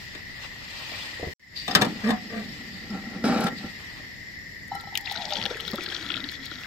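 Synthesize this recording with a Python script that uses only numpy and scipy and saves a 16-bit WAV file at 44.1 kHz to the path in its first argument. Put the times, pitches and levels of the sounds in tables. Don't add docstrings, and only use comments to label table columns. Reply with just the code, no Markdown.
import sys
import numpy as np
from scipy import signal
from scipy.fft import rfft, irfft, next_fast_len
from scipy.io import wavfile
from scipy.ndimage import uniform_filter1d, minimum_filter1d, map_coordinates

SR = 44100
rng = np.random.default_rng(int(sys.argv[2]) if len(sys.argv) > 2 else 0)


def generate_wav(sig):
    pcm = np.round(np.clip(np.atleast_2d(sig).T, -1, 1) * 32767).astype(np.int16)
    wavfile.write(sys.argv[1], SR, pcm)


def volts_from_decibels(level):
    exponent = np.asarray(level, float) / 20
    return 10 ** exponent


N = 293706
TIME = np.arange(N) / SR

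# start_s, level_db, upper_modes_db
SPLAT_HITS = [(4.717, -23.5, -14), (4.751, -25, -9.5), (4.837, -38.5, -5), (4.872, -34, -8),
              (4.924, -37.5, -23), (5.073, -42, -17), (5.114, -25.5, -24), (5.217, -33, -28),
              (5.282, -37, -36), (5.322, -25.5, -32), (5.454, -30.5, -28)]
# pitch_hz, level_db, t60_s
MUG_MODES = [(806.5, 8, 0.053), (866, -12, 0.075), (1320, -3, 0.23), (3020, -8, 0.1), (4050, -2.5, 0.09),
             (5520, 3, 0.041)]
# start_s, level_db
RIM_TICKS = [
    (3.407, -24.5),
    (3.441, -27),
    (4.68, -37.5),
    (4.7512, -30),
    (4.81, -37),
]
# start_s, level_db, pitch_hz
BUBBLE_POPS = [(4.8, -26, 4000), (4.807, -25, 3900), (4.942, -29, 3300), (4.954, -8, 2820),
               (4.974, -12.5, 2900), (5.0588, -18, 3650), (5.072, -16.5, 2560), (5.1122, -13, 3550),
               (5.154, -19, 3500), (5.173, -13, 3800), (5.2204, -16, 3600), (5.2536, -11.5, 4520),
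               (5.3125, -18, 3400), (5.324, -11, 3500), (5.335, -8, 4700), (5.355, -10, 3340),
               (5.3688, -11, 3180), (5.4147, -15, 2980), (5.4543, -8, 3180), (5.6016, -14, 3040),
               (5.679, -12, 3570), (5.8613, -10.5, 4080), (5.8882, -16, 3800), (5.947, -10.5, 4050),
               (6.1027, -7.5, 3110), (6.1183, -12.5, 3350), (6.1407, -10.5, 3240), (6.168, -11.5, 3460),
               (6.2412, -13, 3530), (6.289, -14.5, 3820), (6.4647, -19, 3700)]
# start_s, level_db, pitch_hz
SMALL_BEADS = [(5.056, -23, 3730), (5.0981, -17, 3560), (5.1234, -18, 3550), (5.161, -15, 3870),
               (5.2154, -20, 3670), (5.3064, -15, 3440), (5.4263, -16, 3140), (5.4386, -18, 4460),
               (5.462, -10.5, 3270), (5.476, -32, 3100), (5.5456, -25, 2460), (5.6512, -21, 3160),
               (5.7022, -28, 3200), (5.7167, -21, 4250), (5.7591, -19, 3500), (5.779, -24, 3300),
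               (5.7965, -28, 3330), (5.8083, -23.5, 2450), (5.8361, -27, 4500), (5.901, -22, 3270),
               (5.9232, -18, 3240), (5.9646, -16, 3230), (5.9965, -29, 3440), (6.0105, -24, 3210),
               (6.027, -25, 4240), (6.0469, -33, 3170), (6.0639, -20, 3310), (6.0895, -18.5, 3300),
               (6.1584, -17, 3410), (6.177, -23, 3940), (6.2036, -17.5, 3620), (6.2952, -23, 4180),
               (6.3198, -28, 3490), (6.3536, -22, 3400), (6.5135, -21, 3840), (6.5566, -22.5, 3760),
               (6.5867, -26, 3570), (6.6354, -27, 2620)]
# start_s, level_db, pitch_hz
LARGE_BLOBS = [(5.1552, -30, 1440), (5.3226, -33, 1310), (5.462, -26, 1710), (5.36, -37, 1330),
               (5.43, -39, 1270), (5.51, -31, 1440), (5.57, -32, 1610), (5.6, -36, 1320), (5.68, -35, 1400),
               (5.732, -33.5, 1150), (5.783, -25.5, 1290), (5.863, -28, 1630), (5.9243, -29, 1580),
               (6.102, -28, 1350), (6.151, -33, 1330), (6.175, -31, 1340), (6.243, -36, 1690),
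               (6.321, -33, 1700), (6.5158, -31.5, 1390), (6.645, -32, 1600)]
# start_s, level_db, pitch_hz
AIR_GULPS = [(5.464, -30, 500), (5.508, -20.5, 425), (5.554, -29, 407), (5.734, -20, 215),
             (5.739, -26, 387), (5.785, -23.5, 338), (5.925, -31.5, 350), (6.163, -30.5, 292),
             (6.242, -37.5, 220), (6.516, -33.5, 300)]
# start_s, peak_db
DROPLET_SPRAYS = [(4.9532, -27), (4.9744, -17.5), (5.01, -33), (5.114, -36), (5.122, -28), (5.3102, -34.5),
                  (5.4537, -30), (5.57, -33.5), (5.6054, -33), (5.679, -32), (5.712, -30.5), (5.7562, -30),
                  (5.837, -32.5), (6.3157, -34), (6.456, -31.5)]
# freq_hz, density_db_per_hz
FIZZ_COLOUR = [(1290, -34), (2200, 17), (2490, 3), (2840, -14), (3090, 6), (3380, -7), (5500, 9),
               (6070, 4.5), (9790, -8.5), (13400, -5), (15800, -3)]
# freq_hz, width_hz, level_db
MUG_AIR_MODES = [(2370, 150, -6.5), (3350, 256, 2), (4250, 630, -1.5), (5800, 500, -0.5)]
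# time_s, level_db
STREAM_FLOW = [
    (4.72, -56.5),
    (5.04, -54),
    (5.055, -38.5),
    (5.15, -33.5),
    (5.25, -38),
    (5.43, -33),
    (5.55, -42),
    (5.9, -35),
    (6.66, -46),
]
# peak_s, level_db
AIR_GURGLES = [
    (5.3, -36),
    (5.55, -49),
    (5.8, -40),
    (6.15, -40.5),
]
# peak_s, level_db
WALL_SLOSHES = [
    (5.35, -59),
    (5.52, -43.5),
    (5.95, -48),
    (6.15, -44),
    (6.66, -44),
]
# peak_s, level_db
HOLLOW_BOOMS = [
    (4.72, -36.5),
    (4.93, -42.5),
    (5.25, -40),
]
# time_s, level_db
WALL_NOTE = [(4.95, -52), (5.1, -46), (5.25, -40.5), (5.35, -40), (5.5, -50), (5.62, -50), (5.75, -41.5),
             (5.9, -52), (6.17, -46), (6.66, -51.5)]

# peak_s, rise_s, fall_s, table_db, mug_over_table_db
MUG_NUDGES = [
    (1.688, 0.0068, 0.15, -30, -5),
    (1.78, 0.033, 0.13, -30.5, 5),
    (1.87, 0.13, 0.15, -26, -31),
    (2.3, 0.51, 2, -38.5, -15),
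    (2.954, 0.08, 0.074, -31.5, -7),
    (3.148, 0.17, 0.11, -43, 0.5),
    (3.198, 0.17, 0.13, -39, -24),
    (3.465, 0.041, 0.029, -52, -20),
    (3.53, 0.033, 0.028, -27, -16),
    (3.649, 0.078, 0.053, -33, -7),
]
# start_s, level_db, pitch_hz
TABLE_LURCHES = [
    (3.242, -13, 217),
    (3.262, -15, 256),
    (3.282, -28, 260),
    (3.296, -13.5, 235),
    (3.313, -17, 252),
    (3.334, -21, 253),
    (3.363, -16, 222),
    (3.395, -17, 218),
    (3.447, -16.5, 200),
    (3.52, -36, 243),
]
# freq_hz, width_hz, level_db
SLIDE_MODES = [(395, 47, 2.5), (532, 94, -0.5), (790, 114, 2.5), (1130, 120, -7), (1330, 108, 1.3),
               (1870, 240, -12.5), (2170, 480, -13.5), (5140, 1200, -16.5), (7600, 2500, -30),
               (12200, 1600, -32.5)]

# start_s, metal_db, table_db, body_db
POT_KNOCKS = [(0.1498, -33, -63, -70), (1.6791, -22.5, -33.5, -24.5), (1.7097, -24.5, -48, -36),
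              (1.7503, -4.5, -17.5, -27), (1.756, -44, -26.5, -23), (1.8134, -18.5, -21.5, -18.5),
              (1.8186, -15, -23.5, -25), (1.8477, -25, -30, -45), (2.088, -33, -28, -22.5),
              (2.1046, -21.5, -50, -22), (3.4675, -25, -45, -46)]
# pitch_hz, level_db, t60_s
POT_MODES = [(1270, -6, 0.28), (1770, 8, 0.057), (2340, -34, 0.035), (3650, 0, 0.13), (4640, -27, 0.16),
             (5050, 10, 0.024), (7740, -21, 0.094), (8400, -32, 0.075)]
# freq_hz, width_hz, level_db
TABLE_MODES = [(204.4, 97, 2), (620, 130, -12), (1150, 24, -6), (1290, 23, -9), (1390, 15, -9)]
# time_s, slip_rate_hz, hum_db, overtone_db
POT_JUDDER = [
    [(2.035, 224.3, -34, -35), (2.045, 220.3, -23, -32), (2.105, 238, -16.5, -28.5)],
    [(2.115, 202, -24, -50), (2.141, 213, -20, -56), (2.16, 220, -35, -47)],
    [(2.3, 224.7, -50, -41.5), (2.38, 218.8, -27, -39), (2.47, 216, -42, -56)],
]
# freq_hz, width_hz, level_db
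POT_BASE_MODES = [(496, 90, 1.7), (710, 90, -4.5), (910, 42, -9), (1187, 66, -2.5), (1840, 300, -1.5)]
# pitch_hz, level_db, t60_s
SHELL_RINGS = [(1170, -29, .1), (895, -27, .09), (1753, -30, .12), (748, -28, 0.23), (695, -29.5, 0.21),
               (1370, -36, .45)]
SHELL_RING_S = [2.06, 2.086, 2.105, 2.108, 2.335, 4.745]

# start_s, low_db, knock_db
HAND_THUDS = [
    (0.148, -49, -37),
    (0.915, -38, -37),
    (1.195, -41, -33),
    (1.228, -25.5, -24.5),
    (1.27, -23.5, -32.5),
    (1.539, -47, -52),
    (3.644, -33, -41),
    (3.997, -45, -41),
]
# start_s, level_db
INSECT_CHIRPS = [(1.7125, -22), (2.0444, -34), (2.0717, -33), (2.2383, -43), (2.2692, -34), (2.2982, -33),
                 (2.4892, -33.5), (2.52, -33), (2.9, -36)]
# peak_s, rise_s, fall_s, bright_db, dull_over_bright_db
CLOTH_MOVES = [
    (0, .1, 1.3, -43.5, -7.5),
    (.45, 0.072, 0.039, -38.5, -0.5),
    (.8, 0.46, 0.49, -39, -8),
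    (0.999, 0.35, 0.59, -37.5, -4.5),
    (1.56, 0.013, 3, -45.5, -36),
    (1.7, 0.12, 0.56, -41, -30),
    (2.1, 0.28, 0.13, -45.5, 10),
    (2.4, 0.23, 4, -47.5, -4.5),
    (3.58, 0.051, 0.84, -47.5, -26),
    (3.98, 0.51, 0.12, -53.5, 2),
]
# freq_hz, density_db_per_hz
CLOTH_COLOUR = [(1350, -30), (2300, -0.5), (3700, -4), (4950, -3), (5630, -11.5), (8770, -24),
                (9820, -28.5), (12900, -21), (15800, -23)]
# time_s, pitch_hz, level_db
FABRIC_WHISTLE = [
    (.93, 2270, -37),
    (1.0, 2900, -42),
    (1.03, 3500, -29.5),
    (1.05, 3520, -47),
]
# peak_s, rise_s, fall_s, level_db
FABRIC_RUBS = [
    (1.565, 0.013, 0.19, -30.5),
    (2.75, 0.14, 0.22, -42),
    (3.58, 0.017, 0.04, -35),
]
# freq_hz, density_db_per_hz
AIR_COLOUR = [(15, -53), (25, -7.5), (102, -4), (394, -12.5), (489, -16), (1440, -26.5), (1940, 2.5),
              (2690, -33), (5140, -13), (5880, -20), (6380, -45), (7110, -21.5), (8140, -47),
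              (13200, -28.5), (16000, -29)]
# freq_hz, width_hz, level_db
INSECT_BAND = [(1829, 150, 4.5), (2058, 138, 4)]

# freq_hz, t60_s
YARD_DECAY = [(200, 0.27), (2000, 0.1), (10000, 0.036)]
# freq_hz, likeness
AIR_LIKENESS = [(35, 0.01), (110, 0.87), (380, 0.04), (2400, 0.089), (15000, 0)]
# freq_hz, left_minus_right_db
PORT_COLOUR = [(300, 0), (1300, 1), (2400, 3.5), (4400, 7), (6300, -7), (8100, -19.5), (11000, -4),
               (15000, -3)]
# freq_hz, share_dropped
MUTED_BANDS = [(2500, 0), (4700, .08), (5900, .34), (7000, .2), (9800, .65), (12000, .33), (14500, .5),
               (15700, 1)]

AIR_DB, LOW_AIR_DB = -55.5, -48
INSECT_DB, INSECT_SWELL_DB_PER_S, INSECT_AFTER_DB = -49, 4, -47.5
CUT_S, GAP_S, FADE_FROM_DB, FADE_S = 1.336, 0.06, -18, 0.18
SCRAPE_S, SCRAPE_DB, SCRAPE_SAG_DB_PER_S = (3.238, 3.49), (-26, -24), (14, 10.5)
COLUMN_DB, COLUMN_SAG_DB_PER_S = -9, 19
EMPTY_HZ, WET_S, LOAD_PER_S = 783, 5.08, 3.36


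def unit(x):
    return x / np.sqrt(np.mean(x ** 2) + 1e-20)


def along(points, hz):
    f, v = np.transpose(points)
    return np.interp(np.log(hz + 1), np.log(f + 1), v)


def curves(rows):
    s, *columns = np.transpose(rows)
    return [np.interp(TIME, s, column) for column in columns]


def inside(rows, fade=0.0019):
    return np.clip(np.minimum(TIME - rows[0][0], rows[-1][0] - TIME) / fade, 0, 1)


def noise():
    return rng.standard_normal(N)


def wobble(rate):
    return map_coordinates(rng.standard_normal(int(N * rate / SR) + 4), [TIME * rate])


def grit(rough_db, rate):
    return noise() * volts_from_decibels(rough_db * wobble(rate))


def tone(hz):
    return np.sin(2 * np.pi * np.cumsum(hz) / SR)


def filtered(x, response):
    m = next_fast_len(N + SR // 2)
    return irfft(rfft(x, m) * response(np.fft.rfftfreq(m, 1 / SR)), m)[..., :N]


def resonant(x, peaks):
    def response(f):
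        total = 0
        for k, (centre, width, db) in enumerate(peaks):
            damping = 1j * f * width
            total = total + (-1) ** k * volts_from_decibels(db) * damping / (centre * centre - f * f + damping)
        return total
    return filtered(x, response)


def pings(s, hz, db, t60, rise=0., attack=0.0001):
    s, hz, db, t60 = [np.ravel(v)[:, None] for v in np.broadcast_arrays(s, hz, db, t60)]
    t = np.arange(int(t60.max() * SR) + 1) / SR
    envelope = volts_from_decibels(db - 60 * t / t60) * (1 - np.exp(-t / attack))
    wave = envelope * np.sin(2 * np.pi * hz * t * (1 + rise * np.minimum(t / t60, 1)))
    at = (s * SR).astype(int) + np.arange(len(t))
    return np.bincount(at.ravel(), wave.ravel(), N + SR)[:N]


def bursts(s, db, t60, attack=0.0037):
    kicks = np.bincount((np.asarray(s) * SR).astype(int), volts_from_decibels(db), N)[:N]
    t = TIME[:SR // 4]
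    return signal.fftconvolve(kicks, volts_from_decibels(-60 * t / t60) * (1 - np.exp(-t / attack)))[:N]


def swells(s, rise, fall, db):
    out = 0
    for at, up, down, top_db in zip(*np.broadcast_arrays(s, rise, fall, db)):
        out = out + volts_from_decibels(top_db - 20 * np.maximum((at - TIME) / up, (TIME - at) / down))
    return out


def swarm(count, hz, cycles, scatter_db):
    chance = rng.random((count, 3))
    start_s = STREAM_FLOW[0][0]
    s = start_s + chance[:, 0] * (N / SR - start_s)
    pitch = hz(s, chance[:, 1])
    db = -scatter_db * np.log(np.maximum(chance[:, 2], 1 / 20))
    sound = pings(s, pitch, db, cycles / pitch, rise=0.12, attack=0.00022)
    return sound / sound[-SR:].std()


def spread(colour):
    def mid_side(f):
        turn = np.arccos(np.clip(along(AIR_LIKENESS, f), -1, 1)) / 2
        return colour(f) * [np.cos(turn), np.sin(turn)]
    mid, side = filtered(rng.standard_normal((2, N)), mid_side)
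    return np.array([mid + side, mid - side])


def placed(x, pan_db, lag, wet_db):
    half = np.array([[1], [-1]]) / 2

    def path(f):
        shadow = volts_from_decibels(half * pan_db * f * f / (f * f + 1200 ** 2))
        return shadow * np.exp(-2j * np.pi * f * half * lag / SR)
    direct = filtered(x, path)
    hz, t, z = signal.stft(rng.standard_normal((2, SR // 4)), SR, nperseg=256)
    tail = signal.istft(z * volts_from_decibels(-60 * t / along(YARD_DECAY, hz)[:, None]), SR, nperseg=256)[1]
    echo = signal.fftconvolve(direct, tail / np.linalg.norm(tail[0]), axes=1)[:, :N]
    return direct + volts_from_decibels(wet_db) * filtered(echo, lambda f: f * f / (f * f + 550 ** 2))


def splats():
    s, db, upper_db = np.transpose(SPLAT_HITS)
    hz, level_db, t60 = np.transpose(MUG_MODES)
    upper = upper_db[:, None] * (hz > 1000)
    ring = pings(s[:, None], hz, db[:, None] + level_db + upper, t60, rise=-0.025, attack=0.0023)
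    rim = unit(resonant(noise(), [(7100, 2500, -2.5), (12700, 1900, 1)]))
    return ring + 1.3 * rim * bursts(*np.transpose(RIM_TICKS), 0.015, attack=0.00057)


def bubbles():
    s, db, hz = np.transpose(BUBBLE_POPS)
    mates = rng.normal(0, 1, (len(s), 3, 2))
    mate_s = s[:, None] + 0.0031 * np.abs(mates[..., 0])
    mate_hz = hz[:, None] * volts_from_decibels(2.5 * np.tanh(mates[..., 1]))
    train = pings(mate_s, mate_hz, db[:, None] - 8, 24 / hz[:, None], rise=0.13)
    pop = pings(s, hz, db + 0.5, 20 / hz, rise=0.13, attack=0.0002)
    s, db, hz = np.transpose(SMALL_BEADS)
    bead = pings(s, hz, db + 5.5, 22 / hz, rise=0.068, attack=0.00048)
    s, db, hz = np.transpose(LARGE_BLOBS)
    blob = pings(s, hz, db + 8.0, 30 / hz, rise=0.1, attack=0.00071)
    return 0.81 * (pop + train + bead) + blob + film_snaps()


def film_snaps():
    gulp_s, gulp_db, _ = np.transpose(AIR_GULPS)
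    bead_s, bead_db, _ = np.transpose(SMALL_BEADS)
    db = np.r_[gulp_db + 3.5, bead_db + 2.5]
    snap = pings(np.r_[gulp_s, bead_s], 4900, db, 0.0012, attack=0.00005)
    return 1.85 * resonant(snap, MUG_AIR_MODES) + 0.26 * snap


def gulps():
    s, db, hz = np.transpose(AIR_GULPS)
    slap = bursts(s, db - 10, 0.092) * unit(resonant(noise(), [(560, 180, 0)]))
    return slap + pings(s, hz, db + 6.5, 11 / hz, rise=0.046, attack=0.0021)


def spray():
    def colour(f):
        return volts_from_decibels(along(FIZZ_COLOUR, f) / 2) * (f > 4000) * (1 + (f > 10500))
    puffs = bursts(*np.transpose(DROPLET_SPRAYS), 0.011, attack=0.00036)
    return volts_from_decibels(8.0) * puffs * unit(filtered(noise(), colour))


def flow():
    return inside(STREAM_FLOW) * volts_from_decibels(curves(STREAM_FLOW)[0])


def stream():
    small = swarm(count=2600, hz=lambda s, u: 2300 * 2 ** (1.4 * u), cycles=22, scatter_db=2.4)
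    small = unit(resonant(small, MUG_AIR_MODES))
    plops = swarm(count=260, hz=lambda s, u: 380 * 2 ** (2.18 * u), cycles=14, scatter_db=2.0)
    hiss = unit(filtered(grit(1.8, 150), lambda f: volts_from_decibels(along(FIZZ_COLOUR, f)) * (f > 2200)))
    return flow() * volts_from_decibels(2.6 * wobble(30)) * (0.33 * small + 0.083 * plops + 0.39 * hiss)


def wall_hz(s):
    return EMPTY_HZ / np.sqrt(1 + (LOAD_PER_S * np.maximum(s - WET_S, 0)) ** 1.364)


def sinking_wall():
    level = inside(WALL_NOTE) * volts_from_decibels(curves(WALL_NOTE)[0] - 2 + 6 * wobble(28))
    return level * tone(wall_hz(TIME) * (1 + .05 * wobble(30)))


def gurgles():
    s, db = np.transpose(AIR_GURGLES)
    near_wall = swarm(count=340, hz=lambda s, u: wall_hz(s) * 2 ** (0.25 * u - .15), cycles=16.0, scatter_db=3.0)
    return swells(s, 0.2, 0.38, db) * near_wall


def sloshes():
    s, db = np.transpose(WALL_SLOSHES)
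    rim = unit(resonant(grit(2.6, 70), [(800, 700, -7), (1340, 130, 6), (1700, 310, 1.8)]))
    return (swells(s, 0.21, 0.24, db) + volts_from_decibels(-14) * flow()) * rim


def hollow_mug():
    s, db = np.transpose(HOLLOW_BOOMS)
    column = unit(resonant(resonant(grit(3, 50), [(788, 70, -4.0), (920, 91, -5.5)]), [(810, 500, 0)]))
    drum = unit(resonant(grit(7.5, 30), [(204, 33, 0)]))
    filling = volts_from_decibels(COLUMN_DB - COLUMN_SAG_DB_PER_S * np.maximum(TIME - s[-1], 0))
    hollow = swells(s, 0.012, 0.14, db) + flow() * filling
    return hollow * column + (0.34 * hollow + 0.2 * flow()) * drum


def drag():
    table = unit(resonant(resonant(grit(2.34, 70), [(209.0, 65, 13.0), (293, 300, -11)]), [(239, 250, 0)]))
    shell = unit(resonant(grit(1.7, 130), SLIDE_MODES))
    s, rise, fall, db, mug_db = np.transpose(MUG_NUDGES)
    sag_db = np.outer(SCRAPE_SAG_DB_PER_S, TIME - SCRAPE_S[0]).clip(0)
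    table_pull, mug_pull = inside(np.transpose([SCRAPE_S])) * volts_from_decibels(np.transpose([SCRAPE_DB]) - sag_db)
    table_level = swells(s, rise, fall, db + 1.0) + table_pull
    mug_level = swells(s, rise, fall, db + mug_db) + mug_pull
    return table_level * table + mug_level * shell


def lurches():
    s, db, hz = np.transpose(TABLE_LURCHES)
    return pings(s, hz, db + 6.5, 0.067, attack=0.0022)


def knocks():
    s, metal_db, table_db, body_db = np.transpose(POT_KNOCKS)
    hz, level_db, t60 = np.transpose(POT_MODES)
    scatter = rng.normal(0, 3, (len(s), len(hz)))
    ring = pings(s[:, None], hz, metal_db[:, None] + level_db - 7 + scatter, 0.25 * t60)
    crack = unit(filtered(noise(), lambda f: f / (1 + (f / 2500) ** 2.91) + 90 * (f > 10500)))
    thump = unit(resonant(noise(), TABLE_MODES[:2]))
    body = unit(resonant(noise(), [(733, 18, 9.5), (940, 150, -2.5), (1190, 170, -3.0)]))
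    sound = ring + crack * bursts(s, metal_db + 9.5, 0.019)
    return sound + thump * bursts(s, table_db + 7.5, 0.075) + body * bursts(s, body_db - 0.5, 0.1)


def judder():
    out = 0
    for rows in POT_JUDDER:
        slip_hz, hum_db, over_db = curves(rows)
        turn = 2 * np.pi * np.cumsum(slip_hz * (1 + 0.0292 * wobble(60))) / SR
        slips = np.exp(4 * np.cos(turn)) * (1 + 3.0 * noise())
        hum = volts_from_decibels(hum_db + 5.0) * np.sin(turn)
        overtones = volts_from_decibels(over_db + 1.5) * unit(resonant(slips, POT_BASE_MODES))
        out = out + inside(rows) * (hum + overtones)
    return out


def rings():
    hz, db, t60 = np.transpose(SHELL_RINGS)
    return pings(SHELL_RING_S, hz, db, t60, rise=-0.032, attack=0.0037) * volts_from_decibels(2.2 * wobble(45))


def thuds():
    s, low_db, knock_db = np.transpose(HAND_THUDS)
    low = pings(s[:, None], [85, 150], low_db[:, None] + [1.5, -2.5], 0.1, attack=0.0017)
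    knock = unit(resonant(resonant(noise(), [(298, 146, 13), (660, 340, 3)]), [(500, 2000, 0)]))
    return low + knock * bursts(s, knock_db + 10.5, 0.043)


def rustle():
    bright = spread(lambda f: volts_from_decibels(along(CLOTH_COLOUR, f)) * (f > 2300))
    bright = unit(bright * volts_from_decibels(0.81 * wobble(90)))
    dull = unit(spread(lambda f: f / (1 + (f / 1300) ** 4)) * volts_from_decibels(2.8 * wobble(50)))
    hz, db = curves(FABRIC_WHISTLE)
    whistle = inside(FABRIC_WHISTLE) * volts_from_decibels(db) * wobble(140) * tone(hz)
    rub = unit(resonant(spread(np.ones_like), [(3800, 370, -12.5), (4700, 190, -5)]))
    rub = swells(*np.transpose(FABRIC_RUBS)) * rub
    s, rise, fall, db, dull_db = np.transpose(CLOTH_MOVES)
    return whistle + rub + swells(s, rise, fall, db + 1.0) * bright + swells(s, rise, fall, db + dull_db) * dull


def near_insect():
    s, db = np.transpose(INSECT_CHIRPS)
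    return pings(s, 5130, db + 13.5, 0.012, attack=0.0018)


def night():
    air = volts_from_decibels(AIR_DB + 15.5) * unit(spread(lambda f: volts_from_decibels(along(AIR_COLOUR, f)) * (f > 300)))
    low_db = LOW_AIR_DB + 3.0 + 0.94 * np.array([wobble(3.84), wobble(9.3)])
    low = volts_from_decibels(low_db) * unit(spread(lambda f: volts_from_decibels(along(AIR_COLOUR, f)) * (f <= 300)))
    insect_db = np.where(TIME < CUT_S, INSECT_DB + INSECT_SWELL_DB_PER_S * TIME, INSECT_AFTER_DB)
    band = resonant(resonant(spread(np.ones_like), INSECT_BAND), [(1940, 590, 0)])
    return air + low + volts_from_decibels(insect_db + 4 + 3.3 * wobble(25)) * unit(band)


def scene_change():
    back = TIME - CUT_S - GAP_S
    return (TIME < CUT_S) + (back > 0) * volts_from_decibels(FADE_FROM_DB * np.clip(1 - back / FADE_S, 0, 1))


def scene():
    pour = splats() + bubbles() + gulps() + spray() + stream()
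    pour = pour + sinking_wall() + gurgles() + sloshes() + hollow_mug()
    tea = placed(pour, 8.6, -1.29, -10.5)
    mug = placed(drag() + lurches(), -0.21, 2.5, -4.5)
    pot = placed(knocks() + judder() + rings() + thuds() + near_insect(), 4.8, 6.33, 0)
    return (tea + mug + pot + rustle() + night()) * scene_change()


def gated(x):
    lead = 651
    hz, t, z = signal.stft(np.pad(x, ((0, 0), (lead, 0))), SR, "cosine", nperseg=2048)
    whim = rng.random((len(hz) // 6 + 1, len(t) // 2 + 1))
    whim = np.kron(whim, np.ones((6, 2)))[:len(hz), :len(t)]
    power = uniform_filter1d(np.mean(np.abs(z) ** 2, axis=0), size=120, axis=0)
    level_db = 10 * np.log10(power + 1e-16)
    sudden = level_db > minimum_filter1d(level_db, size=7, axis=1) + 9
    keep = sudden | (whim > along(MUTED_BANDS, hz)[:, None])
    return signal.istft(z * keep, SR, "cosine", nperseg=2048)[1][:, lead:][:, :N]


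def low_pass(x):
    return signal.sosfilt(signal.butter(12, 16650, fs=SR, output="sos"), x)


def record(dry):
    def port(f):
        tilt = volts_from_decibels(np.array([[.5], [-.5]]) * along(PORT_COLOUR, f))
        return tilt / (1 + (f / 15900) ** 60)
    mix = gated(1.03 * np.tanh(filtered(dry, port) / 1.587))
    return low_pass(mix)


dry = scene()
out = record(dry)
generate_wav(out)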